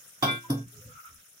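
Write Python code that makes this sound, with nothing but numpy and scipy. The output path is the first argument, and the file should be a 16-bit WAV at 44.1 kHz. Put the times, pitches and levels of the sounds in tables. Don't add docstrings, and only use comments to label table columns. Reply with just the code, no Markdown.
import sys
import numpy as np
from scipy.fft import rfft, irfft
from scipy.io import wavfile

SR = 44100
rng = np.random.default_rng(int(sys.argv[2]) if len(sys.argv) > 2 else 0)


def transcribe(u):
    v = np.clip(np.atleast_2d(u).T, -1, 1)
    q = np.round(v * 32767).astype(np.int16)
    wavfile.write(sys.argv[1], SR, q)


N = 61739
T = np.arange(N) / SR
HZ = np.maximum(np.arange(N // 2 + 1) * SR / N, 1)


def blows():
    # start in seconds, thump, prompt ring and late ring in dB, muted frequency in Hz,
    # clatter in dB, its low-pass corner in Hz, tick in dB, hold time before the drop in seconds.
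    impacts = [(0.2243, -26.5, -23, -26, 1830, -54.5, 3410, -102.5, 0.15),
               (0.497, -22.5, -39, -73.5, 2250, -60, 590, -73.5, 0.13)]
    # frequency in Hz, level in dB.
    tick_spectrum = [(1500, 3.5), (2500, -29), (3500, -6.5), (5000, 2.5), (7500, -21.5), (10000, -0.5),
                     (12000, 0), (16000, -14)]
    touch_lead_s, tick_delay_s, gate_s = 0.018, 0.0058, 0.037
    out = 0
    for start, thump_db, prompt_db, late_db, muted_hz, clatter_db, dull_hz, tick_db, held in impacts:
        pressure = swell(start - touch_lead_s, 2 * touch_lead_s)
        touch = from_db(thump_db - 28) * pressure * resonant_noise(hz=400, width_hz=2700)
        crack = 1.6 * strike(start + tick_delay_s, attack=0.00035, t60=0.018)
        tail = strike(start + tick_delay_s, attack=0.00045, t60=0.2)
        tick = colour(noise(), from_db(tick_db + at_hz(tick_spectrum, HZ))) * (crack + tail)
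        body = from_db(thump_db) * thump(start) + from_db(clatter_db) * clatter(start, dull_hz)
        ring = metal_ring(start, prompt_db, late_db, muted_hz)
        gated = np.clip((T - start - held) / gate_s, 0, 1)
        out = out + touch + tick + body * from_db(-10 * gated) + ring * from_db(-7 * gated)
    return out


def metal_ring(start, prompt_db, late_db, muted_hz):
    # frequency in Hz, prompt and late levels in dB, 60 dB decay time in seconds,
    # level of left over right in dB, phase lead of the left in radians.
    modes = [(344.2, -22.5, -15, 0.85, 2.5, -0.5), (480, -15, -11.5, .28, 8, 4),
             (587.6, -6, -43, .5, 7, 2.5), (681.6, -2.5, -44, 0.29, 6.5, -5),
             (731, -0.5, -23, 0.19, -2, -0.5), (868.5, -0.5, -22, 0.091, 0.5, -3.5),
             (1087, 4.5, -4.5, 0.3, -4, -1.5), (1412, -12.5, -2.5, 0.4, -7, 1.5),
             (1580, -4, -6, 0.63, 4, 3), (2063, -18, 2, 0.3, 2, 2.12), (2332, -10, 5.5, 0.32, 5, -0.6),
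             (2796, -15, -16.5, 0.49, -4, 3.5), (3237, -13.5, -17.5, 0.093, 1.5, -1.5),
             (3488, 2, -14, 0.27, -1.5, 4), (3492, -6, 10.5, 0.24, -5, 1.12), (4690, 0, -13, 0.16, 14, 4.8),
             (5080, -33, -31, .2, -4, -3), (6210, -9.5, -25, 0.14, 16, 4.5), (7770, -17, -19, 0.16, 6.5, 2)]
    late_delay_s, late_rise_s, prompt_rise_s = 0.041, 0.039, 0.0028
    muted_width = 0.071
    sides = np.array([[0.5], [-0.5]])
    late_age = np.maximum(T - start - late_delay_s, 0)
    freed = np.sin(np.pi / 2 * np.minimum(late_age / late_rise_s, 1)) ** 2
    out = 0
    for hz, mode_prompt_db, mode_late_db, t60, balance_db, lead in modes:
        coupling = 1 - np.exp(-((hz / muted_hz - 1) / muted_width) ** 2)
        prompt = coupling * from_db(prompt_db + mode_prompt_db) * strike(start, prompt_rise_s, t60)
        late = freed * from_db(late_db + mode_late_db - 60 * late_age / t60)
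        partial = np.sin(2 * np.pi * hz * (T - start) + lead * sides)
        out = out + from_db(balance_db * sides) * (prompt + late) * partial
    return out


def thump(start):
    # frequency in Hz, level in dB, 60 dB decay time in seconds.
    modes = [(120.2, -5, 0.9), (142.3, -0.5, 0.39), (235.5, -9, 0.41), (276.3, 3.5, .38), (314.8, 3, 0.067)]
    out = 0
    for k, (hz, db, t60) in enumerate(modes):
        envelope = from_db(db) * strike(start, attack=1 / (2 * hz), t60=t60)
        out = out + (-1) ** k * envelope * np.sin(2 * np.pi * hz * (T - start))
    return out


def clatter(start, dull_hz):
    # frequency in Hz, level in dB, 60 dB decay time in seconds.
    response = [(39.5, -23, 0.62), (130, -6, 0.65), (297, 2, .46), (744, 7.5, 0.28), (1520, 3.5, 0.26),
                (1770, -12.5, 0.14), (2250, -2.5, .25), (2670, -7.5, 0.17), (3340, 2, 0.46),
                (3980, -5.5, 0.42), (4700, -1.5, 0.32), (6950, -16, .22), (15200, 14, 0.2)]
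    mode_gap_hz = np.minimum(0.012 * HZ, 44.8)
    modes_per_bin = np.minimum(SR / N / mode_gap_hz, 1)
    modes_below = np.floor(np.cumsum(modes_per_bin * rng.exponential(1, len(HZ))))
    mode_count = np.diff(modes_below, prepend=0)
    gain = from_db(at_hz(response, HZ)) / np.sqrt(1 + (HZ / dull_hz) ** 4)
    spectrum = rfft(noise()) * np.sqrt(mode_count / modes_per_bin) * gain
    edges_hz = np.geomspace(20, 20000, 16)
    out = 0
    for low, high in zip(edges_hz, edges_hz[1:]):
        t60 = at_hz(response, np.sqrt(low * high), column=2)
        out = out + band(spectrum, low, high) * strike(start, attack=0.003, t60=t60)
    return out


def rub():
    # centre frequency in Hz, bandwidth in Hz, level in dB.
    resonances = [(1322, 156, 2), (2300, 690, -16)]
    # start in seconds, length in seconds, level in dB.
    strokes = [(0.732, 0.12, -64), (0.885, 0.09, -52.5), (0.953, 0.073, -45.5), (1.023, 0.096, -46.5),
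               (1.109, 0.072, -62.5)]
    judder_hz, judder_depth = 65, 0.13
    body = sum(from_db(db) * resonant_noise(hz, width) for hz, width, db in resonances)
    judder = 1 + judder_depth * np.sin(2 * np.pi * judder_hz * T)
    envelope = sum(from_db(db) * swell(start, length) for start, length, db in strokes)
    return body * judder * envelope


def bumps():
    # start in seconds, length in seconds, level in dB, resonance in Hz.
    contacts = [(0.651, 0.036, -46.5, 113), (0.726, 0.12, -53, 118), (0.838, 0.082, -46.5, 112),
                (.91, 0.085, -55.5, 107), (1.063, 0.17, -60.5, 86)]
    upper_resonance = from_db(-11) * resonant_noise(hz=213, width_hz=130)
    return sum(from_db(db) * swell(start, length) * (resonant_noise(hz, width_hz=57) + upper_resonance)
               for start, length, db, hz in contacts)


def squeaks():
    # start in seconds, length in seconds, level in dB, first and last pitch in Hz.
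    slides = [(0.426, 0.061, -47, 990, 1002), (0.722, 0.099, -55, 425, 412.4),
              (0.802, 0.142, -51, 512, 498)]
    out = 0
    for start, length, db, start_hz, end_hz in slides:
        pitch_hz = np.interp(T, [start, start + length], [start_hz, end_hz])
        tone = np.sqrt(2) * np.sin(2 * np.pi * np.cumsum(pitch_hz) / SR)
        roughness = 0.76 * resonant_noise(start_hz, width_hz=54)
        out = out + from_db(db) * swell(start, length) * (tone + roughness)
    return out


def spits():
    # start in seconds, level in dB, attack and 60 dB decay time in seconds, centre in Hz.
    bubbles = [(0.073, -83, 0.0037, 0.23, 8800), (0.3107, -77.5, 0.00075, 0.18, 9900),
               (.57, -74.5, 0.04, 0.15, 5560), (0.681, -82.5, 0.0011, 0.048, 8600),
               (.719, -83, 0.00093, 0.04, 11400), (0.809, -76.5, 0.024, 0.16, 14000),
               (.99, -81.5, 0.025, 0.38, 15500), (1.052, -83.5, 0.0013, .06, 11000),
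               (1.142, -83.5, .002, .06, 10370), (1.329, -79.5, 0.0015, 0.025, 10180)]
    half_width_octaves = 0.26
    spray = noise()
    out = 0
    for start, db, attack, t60, hz in bubbles:
        passband = 1 / (1 + (np.log2(HZ / hz) / half_width_octaves) ** 2)
        out = out + from_db(db) * strike(start, attack, t60) * colour(spray, passband)
    return out


def sizzle():
    # time in seconds, level in dB.
    levels = [(0, -95.5), (.15, -98.5), (.42, -97.5), (.55, -98), (.66, -103), (.74, -97), (.84, -97.5),
              (.93, -98.5), (1.05, -99), (1.11, -100), (1.27, -100), (1.4, -102)]
    # frequency in Hz, gain in dB.
    timbre = [(30, -16.5), (120, 5), (200, 0.5), (280, -5), (520, 4), (950, -5), (1370, 8.5), (1700, 3.5),
              (3000, 1), (6000, -0.5), (10000, 2), (16000, 1)]
    edges_hz = [0, 1000, 2000, 3000, 4000, 5000, 6300, 7800, 9500, 11500, 13500, 23000]
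    bursts_per_s, burst_spread_db, hiss_share = 11000, 3.5, 0.55
    flicker_db, flicker_hz = 2.37, 30
    sizes = from_db(burst_spread_db * np.minimum(rng.exponential(1, (2, N)), 5))
    signs = rng.choice([-1, 1], (2, N))
    bursting = rng.random((2, N)) < bursts_per_s / SR
    bursts = stereo(sizes * signs * bursting)
    crackle = np.sqrt((1 - hiss_share) * SR / 2) * bursts / bursts.std()
    hiss = np.sqrt(hiss_share) * noise()
    spectrum = rfft(crackle + hiss) * from_db(at_hz(timbre, HZ))
    fizz = sum(band(spectrum, low, high) * from_db(flicker_db * drift(flicker_hz))
               for low, high in zip(edges_hz, edges_hz[1:]))
    return fizz * from_db(np.interp(T, *np.transpose(levels)))


def strike(start, attack, t60):
    age = np.maximum(T - start, 0)
    return (1 - np.exp(-age / attack)) * from_db(-60 * age / t60)


def swell(start, length):
    return np.sin(np.pi * np.clip((T - start) / length, 0, 1))


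def drift(corner_hz):
    x = colour(rng.standard_normal(N), 1 / (1 + (HZ / corner_hz) ** 2))
    return (x - x.mean()) / x.std()


def resonant_noise(hz, width_hz):
    x = colour(noise(), 1 / (1 + (2 * (HZ - hz) / width_hz) ** 2))
    return x / x.std()


def noise():
    return stereo(rng.standard_normal((2, N))) * np.sqrt(SR / 2)


def stereo(pair):
    # frequency in Hz, correlation between left and right.
    coherence = [(150, 0.88), (300, 0.55), (700, 0.28), (1200, 0), (3000, 0.082), (6000, 0)]
    alike = at_hz(coherence, HZ)
    mid = colour(pair[0], np.sqrt((1 + alike) / 2))
    side = colour(pair[1], np.sqrt((1 - alike) / 2))
    return mid + side * [[1], [-1]]


def band(spectrum, low, high):
    return irfft(spectrum * ((HZ >= low) & (HZ < high)), N)


def colour(x, gain):
    return irfft(rfft(x) * gain, N)


def at_hz(points, hz, column=1):
    table = np.array(points)
    return np.interp(np.log(hz), np.log(table[:, 0]), table[:, column])


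def from_db(db):
    return 10 ** (np.asarray(db) / 20)


def scene():
    return blows() + sizzle() + spits() + bumps() + squeaks() + rub()


def record(dry):
    # frequency in Hz, gain in dB.
    left_port = [(250, -2), (500, -6), (3000, -1.5), (3750, -4.5), (4150, -11), (4900, -12.5), (5500, -26),
                 (6000, -6), (6800, -25.5), (7400, -5), (8300, -1.5), (9400, 7.5), (10800, 2), (15500, 1)]
    right_port = [(250, -1), (500, -6), (3000, -2.5), (3800, -2), (4150, -4.5), (4700, -5.5), (5400, 9),
                  (6800, 7.5), (8000, -2), (9200, -16), (11500, -4), (14000, -6.5)]
    cutoff_hz = 15780
    heard = colour(dry, from_db([at_hz(left_port, HZ), at_hz(right_port, HZ)]))
    return colour(heard, 1 / np.sqrt(1 + (HZ / cutoff_hz) ** 240))


dry = scene()
out = record(dry)
transcribe(out)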